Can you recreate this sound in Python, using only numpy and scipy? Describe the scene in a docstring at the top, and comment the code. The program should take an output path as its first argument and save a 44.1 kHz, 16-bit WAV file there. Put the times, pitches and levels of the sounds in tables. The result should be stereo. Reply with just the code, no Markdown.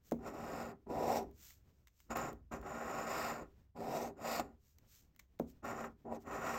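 """A large coin scratches the coating off a paper ticket on a wooden table, close up in a quiet room.
Over faint room noise a hand brushes the paper, a soft hiss; the coin ticks (noise cracks) and knocks (table modes).
Nine strokes follow: forward ones cut the coating with a bright rasp, return ones drag dully. Random grains shake
resonances of table, card and coin edge, so the table thrums, the card's note glides and the rim rings.
More ticks, knocks and hand slides fall among the strokes, and two microphones hear it all."""
import sys
import numpy as np
from scipy import signal
from scipy.fft import rfft, irfft, next_fast_len
from scipy.io import wavfile
from scipy.ndimage import uniform_filter1d

SR = 44100
rng = np.random.default_rng(int(sys.argv[2]) if len(sys.argv) > 2 else 0)


def unload_wav(signal):
    """Save mono or channel-first audio to the path in sys.argv[1] as 16-bit WAV at rate SR, clipped to [-1, 1]."""
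    wavfile.write(
        sys.argv[1],
        SR,
        np.round(np.clip(np.atleast_2d(signal).T, -1, 1) * 32767).astype(np.int16),
    )


N = 290178
TIME = np.arange(N) / SR
SIZE = next_fast_len(N + SR // 2)
HZ = np.maximum(np.arange(SIZE // 2 + 1) * SR / SIZE, 1)
CUTOFF_HZ = 16000  # top of the heard band

# the coin meets the table, or comes to a stop on it; levels before the trim of the knock layer:
# (start_s, level_db)
COIN_LANDINGS = [(0.119, -27), (0.132, -48), (1.239, -47), (2.158, -45), (2.332, -48.5), (3.411, -42.5),
                 (4.397, -37), (5.398, -28.5), (5.409, -42)]
# colour of each stroke, the fourth in two parts, from the coin's tilt and place;
# drag to rim levels apply at a firm bite, rumble and thrum are ceilings at full grip:
# (hand_rumble_db, table_thrum_db, card_drag_db, cutting_rasp_db, edge_hiss_db, rim_ring_db,
#  fastest_s, hiss_swell_db, note_start_hz, note_end_hz)
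STROKE_COLOURS = [ (-66.5, -46.5, -43, -47, -55, -59, 0.59, 0.5, 5650, 4650),
                  (-62.5, -43.5, -38.5, -55.5, -58.5, -67, 1.19, 6, 5250, 5850),
                  (-57.5, -45.5, -41.5, -41.5, -53.5, -51, 2.18, -1, 5100, 5600),
                  (-53, -45.5, -43.5, -45, -58, -56, 2.56, 4, 6400, 5750),
                  (-66.5, -48, -44, -45, -58.5, -55.5, 3.214, 8, 5650, 4700),
                  (-68.5, -45.5, -40.5, -53.5, -55, -65.5, 4.03, 4, 4500, 6800),
                  (-71.5, -49, -41.5, -47, -53.5, -54.5, 4.33, 7.5, 5200, 4300),
                  (-69, -46.5, -43.5, -44, -57.5, -57.5, 5.69, 0.5, 5650, 5700),
                  (-65.5, -45.5, -39.5, -56.5, -73, -72.5, 6.16, 22, 11000, 4100),
                  (-62.5, -47, -43, -42, -55.5, -55, 6.55, 4.5, 6100, 5600), ]
# how hard the rim bites into the coating, one curve a stroke, two for the fourth: (time_s, bite_db)
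BITE_CURVES = [
    [(0.19, -59), (0.202, -62.5), (0.276, -43), (0.32, -52.5), (0.37, -48), (0.614, -43.5), (0.718, -51),
     (0.744, -71), (0.8, -78)],
    [(0.86, -84), (0.868, -65.5), (0.904, -45.5), (1.028, -39.5), (1.13, -35.5), (1.138, -38.5),
     (1.178, -37), (1.22, -49), (1.33, -79.5)],
    [(2.09, -77), (2.108, -41), (2.134, -45), (2.15, -58), (2.158, -40.5), (2.294, -47.5), (2.336, -62.5),
     (2.41, -80)],
    [(2.505, -95), (2.515, -50.5), (2.523, -42), (2.551, -46), (2.575, -52), (2.61, -56)],
    [(2.61, -60), (2.67, -46), (3.002, -40.5), (3.066, -45), (3.07, -40.5), (3.294, -40.5), (3.428, -51),
     (3.456, -64), (3.52, -81)],
    [(3.748, -72), (3.766, -50), (3.974, -38.5), (3.982, -42), (4.036, -42), (4.06, -46), (4.076, -44),
     (4.124, -62), (4.15, -74.5)],
    [(4.15, -77), (4.178, -58), (4.258, -41), (4.344, -40.5), (4.36, -39.5), (4.392, -39.5), (4.398, -40.5),
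     (4.428, -52), (4.54, -73)],
    [(5.622, -78), (5.63, -59), (5.648, -43.5), (5.716, -42), (5.74, -48.5), (5.804, -43), (5.872, -49),
     (5.89, -62), (5.96, -84)],
    [(6.045, -71), (6.057, -53), (6.093, -50.5), (6.123, -42.5), (6.161, -50), (6.173, -57), (6.22, -74)],
    [(6.22, -80), (6.27, -51), (6.354, -43), (6.398, -46.5), (6.466, -40.5), (6.474, -40.5), (6.512, -41),
     (6.53, -43.5), (6.58, -42.5)],
]


def from_db(db):
    """Decibels to gain."""
    return 10 ** (np.asarray(db) / 20)


def rms_one(x):
    """Scale to unit power."""
    return x / np.sqrt(np.mean(x ** 2) + 1e-20)


def at_hz(points):
    """Read a table along log frequency."""
    hz, value = np.transpose(points)
    return np.interp(np.log(HZ), np.log(hz), value)


def colour(x, gain):
    """Filter a steady sound by a gain per frequency; unit power."""
    return rms_one(irfft(rfft(x, SIZE) * gain, SIZE)[:N])


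def resonances(modes):
    """Gain per frequency of overlapping damped resonances, their powers added."""
    peaks = [from_db(db) / (1 + ((HZ - hz) / half_width) ** 2) for hz, half_width, db in modes]
    return np.sqrt(sum(peak ** 2 for peak in peaks))


def drift(rate_hz):
    """Smooth chance with spread 1, slower for a lower rate."""
    return colour(rng.standard_normal(N), 1 / (1 + (HZ / rate_hz) ** 2))


def grains(per_s, spread_db):
    """Tiny impulses at random moments, of either sign and uneven size, like fractures of a coating."""
    sizes = from_db(spread_db * np.minimum(rng.exponential(1, N), 5)) * rng.choice([-1, 1], N)
    return sizes * (rng.random(N) < per_s / SR)


def ring(clicks, hz, t60):
    """A unit click sets a decaying sine of height 1 ringing; t60 in seconds."""
    radius = from_db(-60 / (t60 * SR))
    turn = 2 * np.pi * hz / SR
    return signal.lfilter([0, np.sin(turn)], [1, -2 * radius * np.cos(turn), radius ** 2], clicks + 1e-18)


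def evened(x, span_s):
    """A steady push keeps the power even over a short span, leaving the fast grain."""
    return x / np.sqrt(uniform_filter1d(x ** 2, size=int(span_s * SR)) + 1e-9)


def rung_out(gain, fall_db_per_s):
    """A level that rises at once but falls no faster than a ring dies."""
    fall_db = fall_db_per_s * TIME
    level_db = 20 * np.log10(gain + 1e-9)
    return from_db(np.maximum.accumulate(level_db + fall_db) - fall_db)


def rumble_gain(lean):
    """The table rumbles a little under the resting hand, more under a stroke and after a knock."""
    rest_db, lean_fall_db_per_s = -74, 33.5  # the hand's weight eases off slowly after a stroke
    sway_db, sway_s = -28.5, 0.096  # relative to the knock's listed level; time to fall to 1/e
    sway = np.zeros(N)
    for start_s, level_db in COIN_LANDINGS:
        dying = np.exp(-np.abs(TIME - start_s) / sway_s)
        sway += from_db(level_db + sway_db) * (TIME > start_s) * dying
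    return from_db(rest_db) + rung_out(lean, lean_fall_db_per_s) + sway


def room_tone(lean, waver_db):
    """Faint wavering room noise, and the low rumble of the hand leaning on the table."""
    # spectrum of the room noise: (pitch_hz, relative_db per Hz)
    air_spectrum = [(30, -0.5), (130, -1.5), (230, -7), (400, -14), (800, -23), (1600, -27), (4000, -33),
                    (9000, -36), (16000, -36.5)]
    # spectrum of the table's rumble: (pitch_hz, relative_db per Hz)
    rumble_spectrum = [(20, -33), (35, -9.5), (58, 8.5), (85, 1), (130, -8.5), (250, -41), (600, -78)]
    air_gain = from_db(-73.5 + waver_db * drift(rate_hz=5))
    air = air_gain * colour(rng.standard_normal(N), from_db(at_hz(air_spectrum)))
    rumble = colour(rng.standard_normal(N), from_db(at_hz(rumble_spectrum)))
    return air + rumble_gain(lean) * rumble


def slide_gain():
    """Each slide of the hand swells smoothly to its crest and fades."""
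    # slides of skin over paper, levels before the trim of the hand layer; rise and fall are times to 1/e:
    # (crest_s, level_db, rise_s, fall_s)
    hand_slides = [(0.086, -66, 0.039, .025), (1.465, -56.5, 0.073, 0.074), (1.749, -85, 0.14, 0.2),
                   (2.0, -73.5, 0.048, 0.075), (4.68, -74, 0.063, 0.078), (4.941, -63, .055, 0.083),
                   (5.498, -66.5, 0.024, 0.024), (6.222, -69.5, 0.022, .02)]
    gain = np.zeros(N)
    for crest_s, level_db, rise_s, fall_s in hand_slides:
        width_s = np.where(TIME < crest_s, rise_s, fall_s)
        gain += from_db(level_db) * np.exp(-((TIME - crest_s) / width_s) ** 2)
    return gain


def hand(db):
    """Skin brushing the paper gives a soft hiss of very dense fine grains."""
    # spectrum of skin on paper: (pitch_hz, relative_db per Hz)
    skin_spectrum = [(900, -14.5), (1300, -8), (1900, -7), (3200, -5), (4800, -3), (7000, 1), (10000, -4.5),
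                     (14000, -0.5), (16000, -4)]
    brush = colour(grains(per_s=51000, spread_db=5.5), from_db(at_hz(skin_spectrum)))
    return from_db(db) * slide_gain() * brush


def ticks(db, t60, tail_db, tail_t60, low_hz):
    """Each click is a brief crack with a faint tail and no bass; a softer contact is duller and longer."""
    # the rim clicks on the card or in the fingers, levels before the layer's trim:
    # (start_s, level_db, dulled_above_hz)
    rim_clicks = [(0.1127, -37, 15800), (0.121, -35.5, 10100), (1.313, -55, 16000), (1.501, -52, 12000),
                  (1.505, -41, 12000), (1.872, -44.5, 6000), (1.881, -53, 6000), (2.003, -44, 16000),
                  (2.171, -29.5, 16000), (2.33, -44.5, 12000), (2.614, -45, 12000), (4.785, -46, 12000),
                  (5.149, -63, 8000), (5.163, -49.5, 16000), (5.193, -41, 4970), (5.196, -40.5, 8000),
                  (5.391, -45, 6000), (5.397, -36.5, 16000)]
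    # spectrum of a click: (pitch_hz, relative_db per Hz)
    click_spectrum = [(900, 0.5), (1500, -2.5), (2150, 6), (2700, -4), (3600, 0), (5000, -6), (6500, 3.5),
                      (10000, -3), (16000, 8.5)]
    cracks = np.zeros(N)
    age = TIME[:SR // 4]
    noise = colour(rng.standard_normal(N), from_db(at_hz(click_spectrum)))
    tail = from_db(tail_db - 60 * age / tail_t60)
    for start_s, level_db, dull_hz in rim_clicks:
        start = int(start_s * SR)
        during = slice(start, start + len(age))
        crack = from_db(-60 * age / (t60 * CUTOFF_HZ / dull_hz))
        dull = signal.butter(1, min(dull_hz, CUTOFF_HZ), fs=SR)
        cracks[during] += from_db(level_db + db) * signal.lfilter(*dull, (crack + tail) * noise[during])
    return signal.sosfilt(signal.butter(2, low_hz, "high", fs=SR, output="sos"), cracks)


def knocks(db, rise_s, first_hz, last_hz, crowd_db, crowd_t60, contact_hz):
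    """The heavy coin thumps the table through the soft card: a bending wave, strong modes, a weak crowd."""
    # modes of the table top under a blow: (pitch_hz, level_db, t60_s)
    blow_modes = [(164.4, -19, 0.28), (235, -9.5, 0.27), (269, -18, 0.29), (317.3, -10, 0.12),
                  (378, -26.5, 0.25), (412, -44, 0.011), (487, -10.5, 0.058), (910, -19, 0.056),
                  (980, -27, 0.038), (1104, -17, 0.018), (1280, -16, 0.017)]
    blows = np.zeros(N)
    for start_s, level_db in COIN_LANDINGS:
        blows[int(start_s * SR)] = from_db(level_db + db)
    age = TIME[:SR // 2]
    # short bending waves travel faster, so the first arrival falls in pitch
    hz = last_hz + (first_hz - last_hz) * np.exp(-age / rise_s)
    swell = (age / rise_s * np.exp(1 - age / rise_s)) ** 2
    arrival = np.sin(2 * np.pi * np.cumsum(hz) / SR) * swell
    # many weak modes blur into a band of noise
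    crowd_noise = colour(rng.standard_normal(N), resonances([(385, 173, 0)]))[:len(age)]
    crowd = crowd_noise * from_db(crowd_db - 60 * age / crowd_t60)
    thump = signal.fftconvolve(blows, arrival + crowd)[:N]
    for k, (mode_hz, level_db, t60) in enumerate(blow_modes):
        # neighbouring modes move in opposite directions
        thump += ring(blows, mode_hz, t60) * from_db(level_db) * (-1) ** k
    # the soft contact takes off the treble
    return signal.sosfilt(signal.butter(2, contact_hz, fs=SR, output="sos"), thump)


def stroke_gains():
    """One bite drives all levels: drag follows, rasp and hiss rise more steeply, thrum and rumble level off."""
    firm_bite_db = -40
    grip_db = -55  # drag at half of full grip; well above it thrum and rumble hardly grow
    rasp_per_bite, hiss_per_bite = 1.094, 1.405  # dB per dB
    rasp_swell, note_swell = 0.2, 1.2  # dB per dB of the hiss's swell
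    swell_share = 0.17  # width of the burst of speed, as a share of the bite curve's length
    note_db = -7  # the card's note relative to the hiss
    gains = np.zeros((7, N))
    for curve, colours in zip(BITE_CURVES, STROKE_COLOURS):
        lean_db, thrum_db, drag_db, rasp_db, hiss_db, rim_db, fastest_s, swell_db, _, _ = colours
        s, bite_db = np.transpose(curve)
        during = (TIME >= s[0]) & (TIME < s[-1])
        extra_db = np.interp(TIME[during], s, bite_db) - firm_bite_db
        # the hiss swells (or dips) where the coin is fastest
        burst_s = swell_share * (s[-1] - s[0])
        speed_db = swell_db * np.exp(-((TIME[during] - fastest_s) / burst_s) ** 2)
        edge_db = hiss_per_bite * extra_db
        drag = from_db(drag_db + extra_db)
        grip = drag / (drag + from_db(grip_db))
        lean = grip * from_db(lean_db)
        thrum = grip * from_db(thrum_db)
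        rasp = from_db(rasp_db + rasp_per_bite * extra_db + rasp_swell * speed_db)
        hiss = from_db(hiss_db + edge_db + speed_db)
        note = from_db(hiss_db + note_db + edge_db + note_swell * speed_db)
        ringing = from_db(rim_db + edge_db)
        gains[:, during] = lean, thrum, drag, rasp, hiss, note, ringing
    return uniform_filter1d(gains, size=200).clip(0)


def stick_slip_db(stick_s, slip_s, hush):
    """At a snag the scrape's level bends away as the rim sticks, then jumps the other way and settles."""
    # the rim sticks, then slips free; a negative surge reverses both: (slip_s, surge_db)
    rim_snags = [(0.869, 7.5), (0.956, 3), (2.107, -4), (2.154, 3.5), (2.628, 6), (2.662, 4), (3.763, 2.5),
                 (3.805, 6), (4.245, -1), (4.397, 10.5), (5.841, 11), (6.058, -1), (6.101, -3), (6.454, 1)]
    level_db = np.zeros(N)
    for snag_s, surge_db in rim_snags:
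        age = TIME - snag_s
        side = np.where(age < 0, -hush, 1)
        level_db += surge_db * side * np.exp(-np.abs(age) / np.where(age < 0, stick_s, slip_s))
    return level_db


def scraping(thrum, drag, rasp, hiss):
    """The rim catches and slips on the coating; clumped grains shake table, card and coin edge together."""
    # resonances heard while scraping, of the table, the dragged card, the cut coating, fine grit
    # and the coin's edge; each: (pitch_hz, half_width_hz, relative_db)
    table_modes = [(116, 40, -15), (163, 23, -11), (231.2, 4.3, 3.5), (288, 64, -9), (397.2, 23, -5)]
    card_modes = [(519, 59, 2.5), (640, 102, 2), (767, 87, 4), (978, 25, 0)]
    rasp_modes = [(1082, 90, 3), (1270, 40, 3), (1397, 71, 1.5), (1586, 6.1, 2), (1840, 130, -5.5)]
    grit_modes = [(1856, 110, -0.5), (2170, 240, -1.3), (2562, 310, -1.5)]
    edge_modes = [(3740, 340, 0), (5000, 1110, -1.5), (7980, 1000, 1), (10590, 1500, -45.5),
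                  (13000, 2100, -2)]
    catch = drift(rate_hz=69)

    def shaken(modes, db, per_s, spread_db, catch_db):
        """One set of resonances, fed with grains that come in clumps."""
        force = grains(per_s, spread_db) * from_db(catch_db * catch)
        return from_db(db) * evened(colour(force, resonances(modes)), span_s=0.077)

    table = thrum * shaken(table_modes, db=0.5, per_s=3000, spread_db=1.5, catch_db=2.0)
    card = drag * shaken(card_modes, db=0.05, per_s=4000, spread_db=1.5, catch_db=0.6)
    card += rasp * shaken(rasp_modes, db=-0.5, per_s=6000, spread_db=2.0, catch_db=0.6)
    # fine grit needs both a deep cut and a fast edge
    grit_gain = rasp ** 0.55 * hiss ** 0.52
    grit = grit_gain * shaken(grit_modes, db=-0.5, per_s=9000, spread_db=3.5, catch_db=1.0)
    edge = hiss * shaken(edge_modes, db=-1.0, per_s=9800, spread_db=0.5, catch_db=1.34)
    snagged = from_db(stick_slip_db(stick_s=0.025, slip_s=0.007, hush=0.32))
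    return table + (card + grit + edge) * snagged


def card_note_hz():
    """The card's note glides evenly along each bite curve as the coin travels."""
    ends_s = [(curve[0][0], curve[-1][0]) for curve in BITE_CURVES]
    ends_hz = [colours[-2:] for colours in STROKE_COLOURS]
    return np.interp(TIME, np.ravel(ends_s), np.ravel(ends_hz))


def singing(note, ringing, card_width_hz):
    """Grains excite a card resonance that glides with the coin's place, and the fixed ring of the rim."""
    # resonance of the coin's rim: (pitch_hz, half_width_hz, relative_db)
    rim_modes = [(7060, 270, 0)]
    phase = 2 * np.pi * np.cumsum(card_note_hz()) / SR
    # slow noise on a cosine and a sine makes a noise band around the gliding pitch
    band = 1 / (1 + (HZ / card_width_hz) ** 2)
    card = np.zeros(N)
    for wave in (np.cos, np.sin):
        card += colour(grains(per_s=7000, spread_db=4.0), band) * wave(phase)
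    rim = colour(grains(per_s=4300, spread_db=4.5), resonances(rim_modes))
    return note * card + ringing * rim


def friction_and_air():
    """Everything but the knocks; each call keeps the levels and draws fresh fine grain."""
    lean, thrum, drag, rasp, hiss, note, ringing = stroke_gains()
    # table and card ring on after the coin lets go, the card more briefly
    thrum = rung_out(thrum, fall_db_per_s=213.5)
    drag = rung_out(drag, fall_db_per_s=400.5)
    rasp = rung_out(rasp, fall_db_per_s=400.5)
    coin = scraping(thrum, drag, rasp, hiss)
    coin += singing(note, ringing, card_width_hz=450)
    coin += ticks(db=-3.0, t60=0.0078, tail_db=-23.5, tail_t60=0.21, low_hz=995)
    return coin + hand(db=-0.5) + room_tone(lean, waver_db=3.6)


def microphones(direct, diffuse):
    """Two ports share the direct sound with a phase and level offset; the diffuse sound sets them apart."""
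    # phase by which the left leads: (pitch_hz, lead_rad)
    left_lead = [(0, 0), (650, .1), (900, -.5), (1100, -.15), (2240, .15), (2500, .55), (3200, .1),
                 (3550, .7), (4300, .35), (4750, 1.3), (5200, 0), (5600, .05), (9800, 3.1), (14800, 6.25),
                 (16100, 6.28)]
    # level of the left over the right: (pitch_hz, difference_db)
    left_tilt = [(100, 0), (230, .5), (470, -1), (640, 3.5), (860, 5), (950, -6), (1150, -1), (2000, 0),
                 (2700, .5), (3600, -2.4), (4400, -1), (4850, 3.5), (5200, 0), (16000, 0)]
    # likeness of the two sides: (pitch_hz, likeness_0_to_1)
    side_likeness = [(50, .998), (130, .988), (260, .97), (500, .97), (780, .98), (910, .75), (1050, .955),
                     (2200, .965), (2900, .88), (3600, .55), (4850, .65), (5400, .96), (6400, .87),
                     (7000, .96), (10000, .97), (16000, .85)]
    sides = np.array([[1], [-1]])
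    alike = np.clip(at_hz(side_likeness), 0, 1)
    shared = np.sqrt((1 + alike) / 2) * rfft(direct, SIZE)
    apart = sides * np.sqrt((1 - alike) / 2) * rfft(diffuse, SIZE)
    # each side takes half of the offset
    lead_rad = np.interp(HZ, *np.transpose(left_lead))
    offset = np.exp(.5j * sides * lead_rad) * from_db(sides * at_hz(left_tilt) / 2)
    return irfft((shared + apart) * offset, SIZE)[:, :N]


def scene():
    """Coin, hand and room at the two microphones; the knocks are in the direct sound only."""
    thumps = knocks(db=2.2, rise_s=0.0019, first_hz=1183, last_hz=302,
                    crowd_db=-15.5, crowd_t60=0.23, contact_hz=1790)
    return microphones(direct=friction_and_air() + thumps, diffuse=friction_and_air())


def record(dry):
    """A very steep low-pass cuts the top."""
    top_cut = np.sqrt(1 + (HZ / CUTOFF_HZ) ** 200)
    return irfft(rfft(dry, SIZE) / top_cut, SIZE)[:, :N]


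dry = scene()
out = record(dry)
unload_wav(out)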